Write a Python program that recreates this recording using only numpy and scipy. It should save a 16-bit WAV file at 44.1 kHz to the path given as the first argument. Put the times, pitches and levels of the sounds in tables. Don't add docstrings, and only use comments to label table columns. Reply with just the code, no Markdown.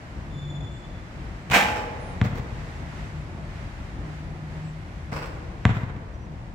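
import sys
import numpy as np
from scipy import signal
from scipy.fft import rfft, irfft, next_fast_len
from scipy.io import wavfile

SR = 44100
rng = np.random.default_rng(int(sys.argv[2]) if len(sys.argv) > 2 else 0)


def transcribe(u):
    v = np.clip(np.atleast_2d(u).T, -1, 1)
    q = np.round(v * 32767).astype(np.int16)
    wavfile.write(sys.argv[1], SR, q)


N = 288414

# (time [s], thump level [dB], thump cutoff [Hz], slap level [dB],
# second snap against the first [dB], slap cutoff [Hz], reverberation send [dB])
FLOOR_BOUNCES = [(2.2147, -7, 300, 3.5, -5, 8400, -5.5), (5.653, -4.5, 800, 10.5, -6.5, 12000, -7.5)]
# (frequency [Hz], relative level [dB], time to fall 60 dB [s])
BALL_TONES = [(113.3, 1.5, 0.066), (238, -5, 0.051), (419, -18.5, 0.067), (736, -8.5, 0.028),
              (946, -23.5, 0.11), (1160, -18, 0.13), (1560, -20, 0.067), (2060, -12, 0.049)]
# (frequency [Hz], relative level [dB])
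SLAP_COLOUR = [(100, 13.5), (400, -21), (950, 11), (1450, 1.5), (2200, -2), (2800, -0.5), (3700, -12.5),
               (5000, -24), (6000, -25.5), (7200, -19), (9000, -43), (15000, -33)]
# (delay [s], level [dB])
NEAR_ECHOES = [(0.0103, -7), (0.024, -15.5), (0.039, -7.5), (.056, -13)]
# (time [s], level [dB], cutoff [Hz])
BALL_KNOCKS = [(1.506, -22.5, 900), (1.521, -20, 900), (5.123, -22, 1800)]
# (time [s], level [dB], rise [s], time to fall 60 dB [s])
BOARD_BLOWS = [(1.499, -28, 0.0012, 0.028), (1.507, -21, 0.0087, 0.46), (1.530, -12.5, 0.015, 0.36),
               (1.605, -30, .006, 0.22), (1.68, -54, 0.0091, 1)]
# (frequency [Hz], relative level [dB])
BOARD_COLOUR = [(40, -47), (200, -2.5), (320, -8.5), (470, -3.5), (850, -1.5), (1250, -3.5), (2400, -0.5),
                (3200, -7.5), (4500, -15.5), (8000, -19.5), (9000, -27.5), (15000, -27)]
# (frequency [Hz], level [dB], time to fall 60 dB [s])
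HOOP_TONES = [(54, -35, 2.2), (190, -24, .45), (251, -38, 2.2), (502, -38, 2.1), (636, -34, 1.7),
              (676, -27, .5), (708, -29, .45), (798, -26, .5), (820, -26, .9), (848, -21.5, 1.4),
              (921, -25, .45), (949, -29, .5), (1046, -32, .85), (1570, -16, .46), (1784, -23, .55),
              (2022, -23, .32), (2191, -20, .37), (2264, -19, .3), (2346, -23, .37), (2633, -25, .42),
              (3184, -29, .36), (5512, -35, .33)]
# (time [s], level [dB])
NET_SWISHES = [(1.675, -30), (1.75, -30.5), (5.115, -30), (5.152, -31.5), (5.215, -33.5)]
# (frequency [Hz], relative level [dB])
NET_COLOUR = [(100, -16), (300, -2), (490, 1), (750, -5), (1050, 0), (1900, -9), (2650, -10), (3600, -23),
              (5400, -18), (6600, -30.5), (7950, -22.5), (8800, -34), (15000, -34.5)]
# (time [s],
# level [dB], time to fall 60 dB [s])
SCUFFS = [(2.235, -27.5, 0.18), (2.345, -35.5, .17), (2.368, -32, 0.11), (5.738, -37.5, .4)]
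# (frequency [Hz], relative level [dB])
SCUFF_COLOUR = [(300, 19), (1500, 5), (4000, -6), (7500, -12), (10000, -24), (15000, -16)]
# (time [s], length [s], pitch [Hz], glide [Hz per s], waver [Hz], level [dB])
BIRD_CALLS = [(.707, .12, 7600, 0, 250, -70), (1.977, .185, 9640, -1600, 190, -66.5),
              (4.63, 0.091, 7950, -4000, 150, -68), (6.134, .032, 5870, 0, 40, -70),
              (6.182, .085, 5860, 0, 40, -72)]
# (time [s], length [s], exhaust note [Hz], level [dB])
ENGINE_SURGES = [(.2, 0.63, 145, -38), (2.4, 1.08, 151, -44.5), (3.85, 1.11, 153.6, -38.5),
                 (4.8, .85, 149.6, -40.5)]
# (frequency [Hz], relative level [dB])
TOWN_COLOUR = [(35, 1.5), (90, -1.5), (125, -3.5), (165, -5.5), (250, -14), (350, -14.5), (420, -22),
               (650, -19), (1300, -23), (2000, -23.5), (3400, -34.5), (7900, -44), (8900, -50),
               (15500, -61.5)]
# (time [s], level [dB])
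HISS_LEVEL = [
    [(0.0, -54), (0.468, -57), (1.45, -55)],
    [(2.5, -52.5), (4.01, -54.5), (5.05, -56.5)],
    [(6.0, -58), (6.182, -62.5), (6.54, -62)],
]
# (frequency [Hz], correlation [-1 to 1])
MIC_LIKENESS = [(60, 0.98), (150, 0.95), (300, 0.88), (640, 0.55), (1300, -0.19), (3000, 0.057),
                (15000, -0.2)]
# (frequency [Hz], left minus right [dB])
MIC_DIFFERENCE = [(60, 3.5), (200, 1), (700, 1), (1300, -1.5), (2400, -2), (4400, 3.5), (8000, -0.5),
                  (15000, -0.5)]
# (frequency [Hz], time to fall 60 dB [s])
ROOF_DECAY = [(90, 1.16), (250, 0.78), (500, 2.16), (1500, 1.05), (3500, 0.73), (7000, 0.68), (14000, 0.37)]

ROOF_DELAY_S, ROOF_DB, TRIP_S, TRIP_LOSS_DB = 0.0495, -11, 0.065, 3
SWISH_RISE_S, SWISH_T60_S, SCUFF_RISE_S = 0.012, 0.31, 0.011
SQUEAL_S, SQUEAL_ATTACK_S, SQUEAL_HOLD_S, SQUEAL_T60_S = 0.28, 0.1, 0.2, 1.45
SQUEAL_HZ, SAG_HZ_PER_S, SQUEAL_DB = 3515, 100, -49
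SQUEAL_LENGTH_S, SQUEAL_RAMP_S = 0.75, 0.03
SURGE_RAMP_S = 0.24
INSECT_S, INSECT_LENGTH_S, INSECT_RAMP_S, INSECT_HZ, INSECT_DB = 2.24, 3.4, 0.36, 9900, -82.5
TOWN_DB = -35.5
TOP_HZ = 15800


def bounces(hall, second_s=0.0005, second_hz=6500, scatter_db=-10, scatter_t60=0.042,
            mirror_hz=700, spray_db=-6, spray_t60=0.053, boom_db=-6):
    out = np.zeros((2, N))
    for s, thump_db, soft_hz, slap_db, second_db, edge_hz, wet_db in FLOOR_BOUNCES:
        thump = amp(thump_db) * ball(soft_hz)
        snap = np.zeros(len(thump))
        add(snap, 0, -click(SLAP_COLOUR))
        add(snap, second_s, -amp(second_db) * dull(click(SLAP_COLOUR), second_hz))
        slap = amp(slap_db) * dull(unit(snap), edge_hz, order=6) / np.sqrt(len(snap))
        near_scatter = amp(scatter_db) * through(slap, scatter(scatter_t60))
        add(out, s, slap + thump + near_scatter)
        add(out, s, amp(wet_db) * through(slap + amp(boom_db) * thump, hall))
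        for delay, db in NEAR_ECHOES + flutter(count=5):
            mirrored = dull(thump, mirror_hz)
            broken_up = amp(spray_db) * through(slap, scatter(spray_t60))
            add(out, s + delay, amp(db) * (mirrored + broken_up))
    return out


def ball(edge_hz):
    t = np.arange(2 ** 16) / SR
    body = np.zeros(len(t))
    for k, (hz, db, t60) in enumerate(BALL_TONES):
        sign = (-1) ** k
        body += sign * amp(db) * np.sin(2 * np.pi * hz * t) * decay(t, t60)
    return dull(body, edge_hz, order=1)


def scatter(t60):
    t = np.arange(2 ** 12) / SR
    spray = rng.standard_normal((2, len(t))) * decay(t, t60)
    return unit(spray) / np.sqrt(len(t))


def flutter(count):
    return [(ROOF_DELAY_S + k * TRIP_S, ROOF_DB - k * TRIP_LOSS_DB) for k in range(count)]


def knocks():
    out = np.zeros((2, N))
    for s, db, edge_hz in BALL_KNOCKS:
        add(out, s, amp(db) * ball(edge_hz))
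    return out


def backboard(hall, wet_db=-10, swell_s=0.022, pan_db=-1, rock_rad=0.24):
    rattle = chatter(BOARD_BLOWS, BOARD_COLOUR, rate=6000, spread_db=1.5, common=0.4)
    out = rattle + amp(wet_db) * through(rattle, hall)
    hardest_s = max(BOARD_BLOWS, key=lambda blow: blow[1])[0]
    t = np.arange(2 * SR) / SR
    for hz, db, t60 in HOOP_TONES:
        apart = np.arccos(at(MIC_LIKENESS, hz))
        phase = 2 * np.pi * rng.random() - np.array([[0], [apart]])
        phase = phase + rock_rad * walk(32, len(t))
        ring = (1 - np.exp(-t / swell_s)) * decay(t, t60)
        add(out, hardest_s, amp(db) * ring * np.sin(2 * np.pi * hz * t + phase))
    return out * amp(np.array([[pan_db], [-pan_db]]) / 2)


def chatter(events, colour, rate, spread_db, common=0):
    power, t = np.zeros(N), np.arange(SR) / SR
    for s, db, rise, t60 in events:
        burst = np.minimum(t / rise, 1) * decay(np.maximum(t - rise, 0), t60)
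        add(power, s, (amp(db) * burst) ** 2)
    sizes = rng.standard_normal((3, N)) * amp(spread_db * rng.standard_normal((3, N)))
    happens = rng.random((3, N)) < rate / SR
    contacts = unit(sizes * happens) * np.sqrt(power)
    spread = np.sqrt(1 - common) * diffuse(contacts[:2])
    shared = np.sqrt(common) * contacts[2]
    return through(spread + shared, click(colour))


def brushes(hall, wet_db=-9):
    swishes = [(s, db, SWISH_RISE_S, SWISH_T60_S) for s, db in NET_SWISHES]
    scuffs = [(s, db, SCUFF_RISE_S, t60) for s, db, t60 in SCUFFS]
    cords = chatter(swishes, NET_COLOUR, rate=2200, spread_db=1)
    scuffing = chatter(scuffs, SCUFF_COLOUR, rate=5200, spread_db=3)
    return cords + scuffing + amp(wet_db) * through(cords + scuffing, hall)


def brake(hall, waver_hz=28, flutter_db=3.5, octave_db=-12, direct_db=-3, wet_db=-7):
    t = np.arange(N) / SR - SQUEAL_S
    fading = np.maximum(t - SQUEAL_ATTACK_S - SQUEAL_HOLD_S, 0)
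    swell = np.clip(t / SQUEAL_ATTACK_S, 0, 1) * decay(fading, SQUEAL_T60_S)
    phase = turning(SQUEAL_HZ - SAG_HZ_PER_S * t + waver_hz * walk(197.8, N))
    tone = unit(np.sin(phase) + amp(octave_db) * np.sin(2 * phase))
    level = amp(SQUEAL_DB + flutter_db * walk(95.3, N))
    squeal = gate(t, SQUEAL_LENGTH_S, SQUEAL_RAMP_S) * swell * level * tone
    return amp(direct_db) * squeal + amp(wet_db) * through(squeal, hall)


def birds(hall, wet_db=-10):
    out = np.zeros((2, N))
    for s, length, pitch_hz, glide, waver_hz, call_db in BIRD_CALLS:
        t = np.arange(int(length * SR)) / SR
        note = np.sin(turning(pitch_hz + glide * t + waver_hz * walk(1500, len(t))))
        add(out, s, amp(call_db) * unit(note * signal.windows.tukey(len(t), 0.5)))
    return out + amp(wet_db) * through(out, hall)


def engine(wander_hz=2, throb_db=2.9):
    out = np.zeros(N)
    for s, length, hz, db in ENGINE_SURGES:
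        t = np.arange(int(length * SR)) / SR
        note = unit(np.sin(turning(hz + wander_hz * walk(23.8, len(t)))))
        level = amp(db + throb_db * walk(11.4, len(t)))
        add(out, s, gate(t, length, SURGE_RAMP_S) * level * note)
    return out


def insect(waver_hz=170):
    t = np.arange(N) / SR - INSECT_S
    buzz = unit(np.sin(turning(INSECT_HZ + waver_hz * walk(900, N))))
    return amp(INSECT_DB) * gate(t, INSECT_LENGTH_S, INSECT_RAMP_S) * buzz


def town(split_hz=900, lowest_hz=37, throb_db=1.36, flicker_db=1.04, leaves_db=-1.52, follow=0.13):
    hiss_s, hiss_db = np.transpose(np.concatenate(HISS_LEVEL))
    hiss_db = np.interp(np.arange(N) / SR, hiss_s, hiss_db)
    breeze_db = hiss_db - np.mean(hiss_db)
    air = through(diffuse(rng.standard_normal((2, N))), click(TOWN_COLOUR))
    no_deep_bass = signal.butter(8, lowest_hz, "high", fs=SR, output="sos")
    air = amp(TOWN_DB) * unit(signal.sosfilt(no_deep_bass, air))
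    low = signal.sosfiltfilt(signal.butter(2, split_hz, fs=SR, output="sos"), air)
    rumble = low * amp(follow * breeze_db + throb_db * walk(11, N))
    leaves = (air - low) * amp(leaves_db + breeze_db + flicker_db * walk(7, N))
    return rumble + leaves


def roof(build_s=0.017, flutter_depth=0.16):
    t = np.arange(2 ** 16) / SR
    noise = rfft(diffuse(rng.standard_normal((2, len(t)))))
    hz = np.arange(noise.shape[1]) * SR / len(t)
    tail = 0
    for centre_hz, t60 in ROOF_DECAY:
        band = at([(f, float(f == centre_hz)) for f, _ in ROOF_DECAY], hz)
        tail = tail + irfft(noise * band) * decay(t, t60)
    trips = 1 + flutter_depth * np.cos(2 * np.pi * (t - ROOF_DELAY_S) / TRIP_S)
    tail = tail * trips * (1 - np.exp(-t / build_s))
    return unit(tail) / np.sqrt(len(t))


def diffuse(pair):
    n = next_fast_len(pair.shape[-1], True)
    mid, side = rfft(pair, n)
    likeness = at(MIC_LIKENESS, np.arange(len(mid)) * SR / n)
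    mid = mid * np.sqrt((1 + likeness) / 2)
    side = side * np.sqrt((1 - likeness) / 2)
    return irfft(np.array([mid + side, mid - side]), n)[:, :pair.shape[-1]]


def amp(db):
    return 10 ** (np.asarray(db) / 20)


def unit(x):
    return x / np.sqrt(np.mean(x ** 2))


def decay(t, t60):
    return np.exp(-np.log(1000) * t / t60)


def turning(hz):
    return 2 * np.pi * np.cumsum(hz) / SR


def gate(t, length, ramp):
    return np.clip(np.minimum(t, length - t) / ramp, 0, 1)


def walk(rate, n):
    place = np.arange(n) / SR * rate
    return np.interp(place, np.arange(2 ** 13), rng.standard_normal(2 ** 13)) * np.sqrt(3 / 2)


def at(points, hz):
    f, value = np.transpose(points)
    return np.interp(np.log(np.maximum(hz, 1)), np.log(f), value)


def add(out, s, x):
    i = int(round(s * SR))
    out[..., i:i + x.shape[-1]] += x[..., :N - i]


def dull(x, hz, order=2):
    return signal.sosfilt(signal.butter(order, hz, fs=SR, output="sos"), x)


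def through(x, response):
    full = signal.fftconvolve(np.atleast_2d(x), np.atleast_2d(response), axes=-1)
    return full[:, :x.shape[-1]]


def causal(points, size=2048):
    hz = np.arange(size // 2 + 1) * SR / size
    cepstrum = irfft(np.log(amp(at(points, hz))))
    cepstrum[1:size // 2] *= 2
    cepstrum[size // 2 + 1:] = 0
    return irfft(np.exp(rfft(cepstrum)))


def click(points):
    h = causal(points)
    return h / np.sqrt(np.sum(h ** 2))


def scene():
    hall = roof()
    play = bounces(hall) + knocks() + backboard(hall) + brushes(hall)
    return play + brake(hall) + birds(hall) + insect() + engine() + town()


def record(dry):
    ports = np.array([causal([(hz, side * db / 2) for hz, db in MIC_DIFFERENCE]) for side in (1, -1)])
    bass_cut = signal.butter(2, 28, "high", fs=SR, output="sos")
    top_cut = signal.ellip(10, 0.2, 70, TOP_HZ, fs=SR, output="sos")
    heard = signal.sosfilt(bass_cut, through(dry, ports))
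    return signal.sosfilt(top_cut, np.clip(heard, -1, 1))


dry = scene()
out = record(dry)
transcribe(out)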